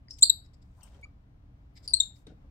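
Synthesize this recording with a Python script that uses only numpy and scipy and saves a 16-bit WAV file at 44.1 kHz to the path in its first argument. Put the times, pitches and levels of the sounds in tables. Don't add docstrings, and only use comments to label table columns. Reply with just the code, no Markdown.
import sys
import numpy as np
from scipy import signal
from scipy.fft import rfft, irfft, next_fast_len
from scipy.io import wavfile
from scipy.ndimage import uniform_filter1d, minimum_filter1d, map_coordinates

SR = 44100
rng = np.random.default_rng(int(sys.argv[2]) if len(sys.argv) > 2 else 0)


def nominal_scale(level):
    x = np.asarray(level, float) / 20
    return 10 ** x


def int16_out(signal):
    q = np.round(np.clip(np.atleast_2d(signal).T, -1, 1) * 32767)
    wavfile.write(sys.argv[1], SR, q.astype(np.int16))


N = 110250
SHORT, LONG, PAD = SR // 20, SR // 5, SR // 8

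# (frequency [Hz], level [dB per Hz])
AIR_COLOUR = [(88, -29), (150, 0.5), (300, -14.5), (500, -18), (700, -17), (1600, -25.5), (5000, -38.5),
              (9500, -50), (15700, -49)]
# (frequency [Hz], width [Hz], level [dB])
HUM_PEAKS = [(36.2, 14, 0), (66.6, 17, 1), (86.1, 21, -3), (121.6, 14, -4), (190, 13, -16.5),
             (283, 15, -14.5)]
# (frequency [Hz], correlation [-1 to 1])
PORT_LIKENESS = [(60, 1), (180, 0.94), (550, 0.28), (1650, -0.53), (4970, -0.12), (15000, -0.14)]
# (frequency [Hz], level [dB])
LEFT_LEAN = [(60, 0), (180, 1.5), (550, 2.5), (1650, 4.5), (4970, 2), (15000, 3)]
# (delay [s], left level [dB], right level [dB])
NEAR_WALLS = [(.0011, -13.5, -13), (.0068, -10.5, -12), (.0125, -20, -24), (.021, -28, -24.5),
              (.029, -18, -19)]
# (frequency [Hz], t60 [s])
ROOM_DECAY = [(300, .3), (2000, 0.23), (4000, 0.26), (8000, .225), (12000, 0.24), (16000, .11)]
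# (time [s], peak level [dB], ring [Hz], t60 [s])
CLAW_TICKS = [(.0835, -44, 1950, 0.0098), (0.0838, -42, 4903, 0.018), (.8075, -63, 4800, .03),
              (.809, -61, 6100, 0.025), (.8315, -50.5, 6100, .015), (.8325, -62, 14800, 0.0071),
              (.786, -63, 1000, .08), (.945, -61, 3200, 0.036), (.168, -56, 7600, 0.026),
              (.995, -52, 517, 0.024), (1.015, -62, 9000, 0.0074), (1.055, -54, 1225, .04),
              (2.268, -44, 3770, 0.02), (2.268, -51, 8600, 0.0083), (2.268, -59, 13040, .006),
              (2.268, -45.5, 423, 0.047), (2.272, -47, 190, .07)]
SCUFF_TIMES = [.092, .184, .26, .62, .775, .805, .815, .87, .88, .9, 1.735, 1.8, 1.97, 2.14, 2.267, 2.268,
               2.275, 2.43, .83, .76, 1.012, 2.268, .128, .21, .106, .235, 1.937, 2.003]
# (length [s], peak level [dB], centre [Hz], width [octaves])
SCUFF_SOUNDS = [(.09, -75, 5600, 0.47), (0.016, -53, 6000, 0.92), (0.1, -73.5, 1192, 1.6),
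                (0.263, -85, 1600, 3.4), (0.14, -71, 880, 0.52), (0.17, -78.5, 3200, 1.25),
                (0.071, -73.5, 2870, 0.13), (0.025, -69, 1400, 1.16), (0.24, -73, 460, 1.06),
                (0.18, -76.5, 1800, 1.6), (0.1237, -80.5, 12500, 0.23), (0.25, -74, 290, 1.47),
                (0.19, -75.5, 760, 1.8), (0.099, -75, 9830, 1.05), (0.085, -58, 240, 0.81),
                (0.07, -75, 2770, 0.78), (0.059, -73.5, 1510, 0.15), (0.042, -71, 510, 0.85),
                (.065, -72.5, 9500, 0.58), (.2, -78.5, 11000, 1.1), (0.0097, -73.5, 11000, 0.65),
                (0.013, -66.5, 1700, 1.5), (.025, -69.5, 6500, .45), (.016, -53, 7900, .12),
                (0.012, -60.5, 5400, .38), (0.1009, -66.5, 15000, .12), (0.049, -70, 12600, .1),
                (.1, -70.5, 13000, .2)]
# (time [s], length [s], start pitch [Hz], end pitch [Hz], peak level [dB])
CHIRP_NOTES = [(0.1073, .006, 5680, 4820, -32.5), (0.2248, 0.0082, 3614, 4010, -11),
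               (0.2303, 0.01, 3976, 4763, -4.5), (0.2966, .0098, 3720, 3939, -8),
               (0.83, 0.015, 3000, 2640, -68), (1.027, 0.027, 2256, 2353, -44),
               (1.8767, 0.0039, 4926, 4380, -25), (1.935, .0105, 3800, 4527, -10.5),
               (2.001, 0.009, 3403, 3833, -12.5), (0.096, .017, 5000, 5170, -55.5),
               (0.223, 0.0041, 3347, 3755, -19)]
# (second [dB], third [dB], higher overtones [dB], left over right [dB], left port ahead [ms])
CHIRP_TIMBRES = [(-31, -48, -55, 6.5, 0.16), (3.5, -14.5, -54.5, 5, .135), (-10.5, -28.5, -58.5, -1, 0.15),
                 (-7, -20, -39.5, 10, .14), (5, 11, 3, 15, 0.14), (-18.5, -24, -30, 4.5, 0.14),
                 (-14.5, -38, -45, 6.5, 0.17), (-7, -38, -48.5, 8, 0.11), (-4.5, -31.5, -30, 8.5, 0.097),
                 (-30.5, -45, -55, 5.5, 0.12), (3, -21, -38.5, 3, .14)]
# (breath under whistle [dB], echoes [dB], glide power [exponent],
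# fifth overtone over fourth [dB], share of the overtones' earliness [ratio])
CHIRP_AIMS = [(-30.5, 4, 1.1, -4, .4), (-41, -5, 1.4, -4, -0.017), (-41, -2.5, 1.1, -4, 1),
              (-43.5, -11, 0.45, -4, 1), (-5, -2, 0.37, 10, .7), (-45, -10, 1.2, -12, -0.53),
              (-27.5, 7, 1.4, -4, 0.7), (-38.5, -3, .8, -4, .9), (-37.5, -2.5, 0.41, -4, 0.83),
              (-13.5, -5, 1.3, -4, .3), (-37.5, -3.5, 0.55, -3.5, -.3)]
PARTIAL_SHIMMER = [.04, .07, .45, .3, .3]
# (frequency [Hz], gain [dB])
MOUTH_COLOUR = [(1000, 3), (3600, -2.5), (4500, -2), (7600, 0.75), (9000, 1.5), (12000, 0.08),
                (13300, -14.5), (15300, -9)]
# (frequency [Hz], level [dB])
BREATH_COLOUR = [(300, -30), (1500, -20.5), (3500, 1), (6000, 0.6), (8800, -2), (10400, -20), (13100, -11),
                 (16000, -18)]
# (frequency [Hz], gain [dB])
RIGHT_PORT_GAIN = [(2000, 4.17), (3700, -2), (4400, 2), (5200, -1.7), (7500, 4), (8500, -2), (11500, 3),
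                   (15000, -2)]
# (frequency [Hz], turn [radians])
RIGHT_PORT_PHASE = [(3700, .05), (4400, .05), (7500, 0.046), (8500, .05), (11500, 0.24), (15000, 0.6033)]
# (time [s], length [s], peak level [dB], brightness [dB per octave])
SNIFF_PUFFS = [
    (0.434, 0.036, -69.5, 1),
    (0.528, 0.0244, -69, 2.5),
    (0.608, 0.024, -74.5, 1),
    (0.8, 0.015, -71, -7),
    (1.747, 0.042, -61.5, -2.5),
    (1.816, 0.055, -63.5, 5.5),
    (2.152, 0.021, -71.5, -2.5),
    (0.166, .016, -70.5, 4.5),
]
# (frequency [Hz], width [Hz], level [dB])
NOSE_PEAKS = [(2010, 350, -2), (3660, 816, -3), (4980, 600, 1.55), (7550, 1200, -4), (12514, 4000, -12)]
# (frequency [Hz], gain [dB])
PORT_COLOUR = [(100, 2.5), (8800, 3), (10100, -9), (11200, -4), (15500, -3)]


def unit(x):
    return x / np.sqrt(np.mean(x ** 2) + 1e-20)


def along(points, hz):
    f, v = np.transpose(points)
    return np.interp(np.log(hz + 1), np.log(f + 1), v)


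def wobble(rate, size):
    knots = rng.standard_normal(size // 40)
    return map_coordinates(knots, [np.arange(size) * rate / SR])


def filtered(x, response):
    m = next_fast_len(x.shape[-1] + PAD)
    spectrum = rfft(x, m) * response(np.fft.rfftfreq(m, 1 / SR))
    return irfft(spectrum, m)[..., :x.shape[-1]]


def peaks(table, f):
    total = 0
    for k, (centre, width, db) in enumerate(table):
        resonance = 1j * f * width / (centre * centre - f * f + 1j * f * width)
        total = total + (-1) ** k * nominal_scale(db) * resonance
    return total


def hump(u, rise, fall):
    u, top = np.clip(u, 0, 1), rise / (rise + fall)
    return (u / top) ** rise * ((1 - u) / (1 - top)) ** fall


def add(into, x, s):
    part = into[..., round(s * SR):][..., :x.shape[-1]]
    part += x[..., :part.shape[-1]]


def echoes(x, wet_db):
    hz, t, z = signal.stft(rng.standard_normal((2, SR // 2)), SR, nperseg=256)
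    decay = nominal_scale(-60 * t / along(ROOM_DECAY, hz)[:, None])
    tail = signal.istft(z * decay, SR, nperseg=256)[1]
    tail = tail * np.clip(np.arange(tail.shape[1]) / SR / 0.011, 0, 1)
    tail = tail / np.linalg.norm(tail[0]) * nominal_scale([[-12], [-11.5]])
    skews = rng.integers(0, 12, (len(NEAR_WALLS), 2))
    for (s, *side_db), skew in zip(NEAR_WALLS, skews):
        tail[[0, 1], round(s * SR) + skew] += nominal_scale(side_db)
    tail *= nominal_scale(wet_db)
    tail[:, 0] = 1
    return signal.fftconvolve(x, tail, axes=1)


def puff(length, rise, colour):
    left, right = rng.standard_normal((2, LONG))
    right = right + filtered(left - right, lambda hz: 1 / (1 + (hz / 1300) ** 2))
    noise = unit(filtered(np.array([left, right]), colour))
    grain_db = 2.2 * np.array([wobble(300, LONG), wobble(300, LONG)])
    swell_db = 2.2 * wobble(45, LONG)
    noise = noise * nominal_scale(grain_db + swell_db)
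    return noise * hump(np.arange(LONG) / SR / length, rise, 0.94) * nominal_scale([[1.75], [-1.75]])


def port_pair(colour):
    def shares(hz):
        turn = np.arccos(np.clip(along(PORT_LIKENESS, hz), -1, 1)) / 2
        return colour(hz) * [np.cos(turn), np.sin(turn)]

    mid, side = filtered(rng.standard_normal((2, N)), shares)
    both = np.array([mid + side, mid - side])
    return unit(filtered(both, lambda hz: nominal_scale(along(LEFT_LEAN, hz) * np.array([[.5], [-.5]]))))


def room_tone():
    air = port_pair(lambda hz: nominal_scale(along(AIR_COLOUR, hz))) * nominal_scale(0.68 * wobble(4.7, N))
    hum = port_pair(lambda hz: abs(peaks(HUM_PEAKS, hz)) ** 0.98)
    return nominal_scale(-66) * air + nominal_scale(-53.5) * hum


def claw_ticks():
    out, t = np.zeros((2, N)), np.arange(SHORT) / SR
    for s, db, ring_hz, t60 in CLAW_TICKS:
        onset = 1 - np.exp(-t / 0.0011)
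        ring = nominal_scale(db - 60 * t / t60) * np.sin(2 * np.pi * ring_hz * t) * onset
        right = .6 * np.roll(ring, shift=5)
        add(out, np.array([ring, right]), s)
    return out


def cloth_scuffs():
    out = np.zeros((2, N))
    for s, (length, db, centre_hz, width) in zip(SCUFF_TIMES, SCUFF_SOUNDS):
        def band(hz):
            octaves = np.log2(hz / centre_hz + 1e-6)
            return np.exp(-.5 * (octaves / width) ** 2)

        add(out, nominal_scale(db) * puff(length, 0.35, band), s)
    return out


def whistle(u, start_hz, end_hz, bow, overtones_db, soon):
    size, along_note = len(u), np.clip(u, 0, 1)
    bend = 1 - .004 * np.sin(np.pi * along_note) + 0.0054 * wobble(440, size)
    pitch_hz = (start_hz + (end_hz - start_hz) * along_note ** bow) * bend
    phase = 2 * np.pi * np.cumsum(pitch_hz) / SR
    note = np.zeros(size)
    for k, level_db in enumerate([0, *overtones_db]):
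        flutter = nominal_scale(level_db - 0.56 * wobble(350, size))
        shimmer = 1 + PARTIAL_SHIMMER[k] * wobble(660, size)
        early = 0.43 * soon * (k > 0)
        audible = start_hz * (k + 1) < SR / 2.7
        swell = hump(u, 1.257 - early, 1.1 + early)
        note += flutter * shimmer * np.sin((k + 1) * phase) * audible * swell
    return note


def chirps():
    out = np.zeros((2, N))
    for note_row, timbre, aim in zip(CHIRP_NOTES, CHIRP_TIMBRES, CHIRP_AIMS):
        s, length, start_hz, end_hz, db = note_row
        two_db, three_db, high_db, pan_db, lead_ms = timbre
        breath_db, wet_db, bow, fifth_db, soon = aim
        u = np.arange(SHORT) / SR / length
        overtones_db = [two_db, three_db, high_db, high_db + fifth_db]
        note = whistle(u, start_hz, end_hz, bow, overtones_db, soon)
        breath = unit(filtered(rng.standard_normal(SHORT), lambda hz: nominal_scale(along(BREATH_COLOUR, hz))))
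        note = filtered(note, lambda hz: nominal_scale(along(MOUTH_COLOUR, hz)))
        note = note + nominal_scale(breath_db) * breath * hump(u, 1.257, 1.1)

        def far_port(hz):
            lag = -2j * np.pi * hz * lead_ms / 1000
            return nominal_scale(along(RIGHT_PORT_GAIN, hz)) * np.exp(lag + 1j * along(RIGHT_PORT_PHASE, hz))

        right = filtered(note, far_port)
        pair = np.array([note * nominal_scale(pan_db / 2), right * nominal_scale(-pan_db / 2)])
        add(out, echoes(nominal_scale(db) * pair, wet_db), s)
    return out


def sniffs():
    out = np.zeros((2, N))
    for s, length, db, tilt_db in SNIFF_PUFFS:
        def nose(hz):
            return peaks(NOSE_PEAKS, hz) ** 2 * nominal_scale(tilt_db * np.log2(hz / 5000 + 0.0057))

        add(out, nominal_scale(db) * puff(length, 2.1, nose), s)
    return out


def scene():
    fidgets = claw_ticks() + cloth_scuffs() + sniffs()
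    fidgets = filtered(fidgets, lambda hz: nominal_scale(along(PORT_COLOUR, hz)))
    return room_tone() + chirps() + echoes(fidgets, wet_db=-2)[:, :N]


def top_cut(x):
    return signal.sosfilt(signal.butter(12, 16100, fs=SR, output="sos"), x)


def record(dry):
    need = np.minimum(1, 0.91 / (abs(dry).max(0) + 1e-9))
    gain = uniform_filter1d(minimum_filter1d(need, size=265), size=131)
    mix = filtered(dry * gain, lambda hz: hz < 15800)
    return top_cut(mix)


dry = scene()
out = record(dry)
int16_out(out)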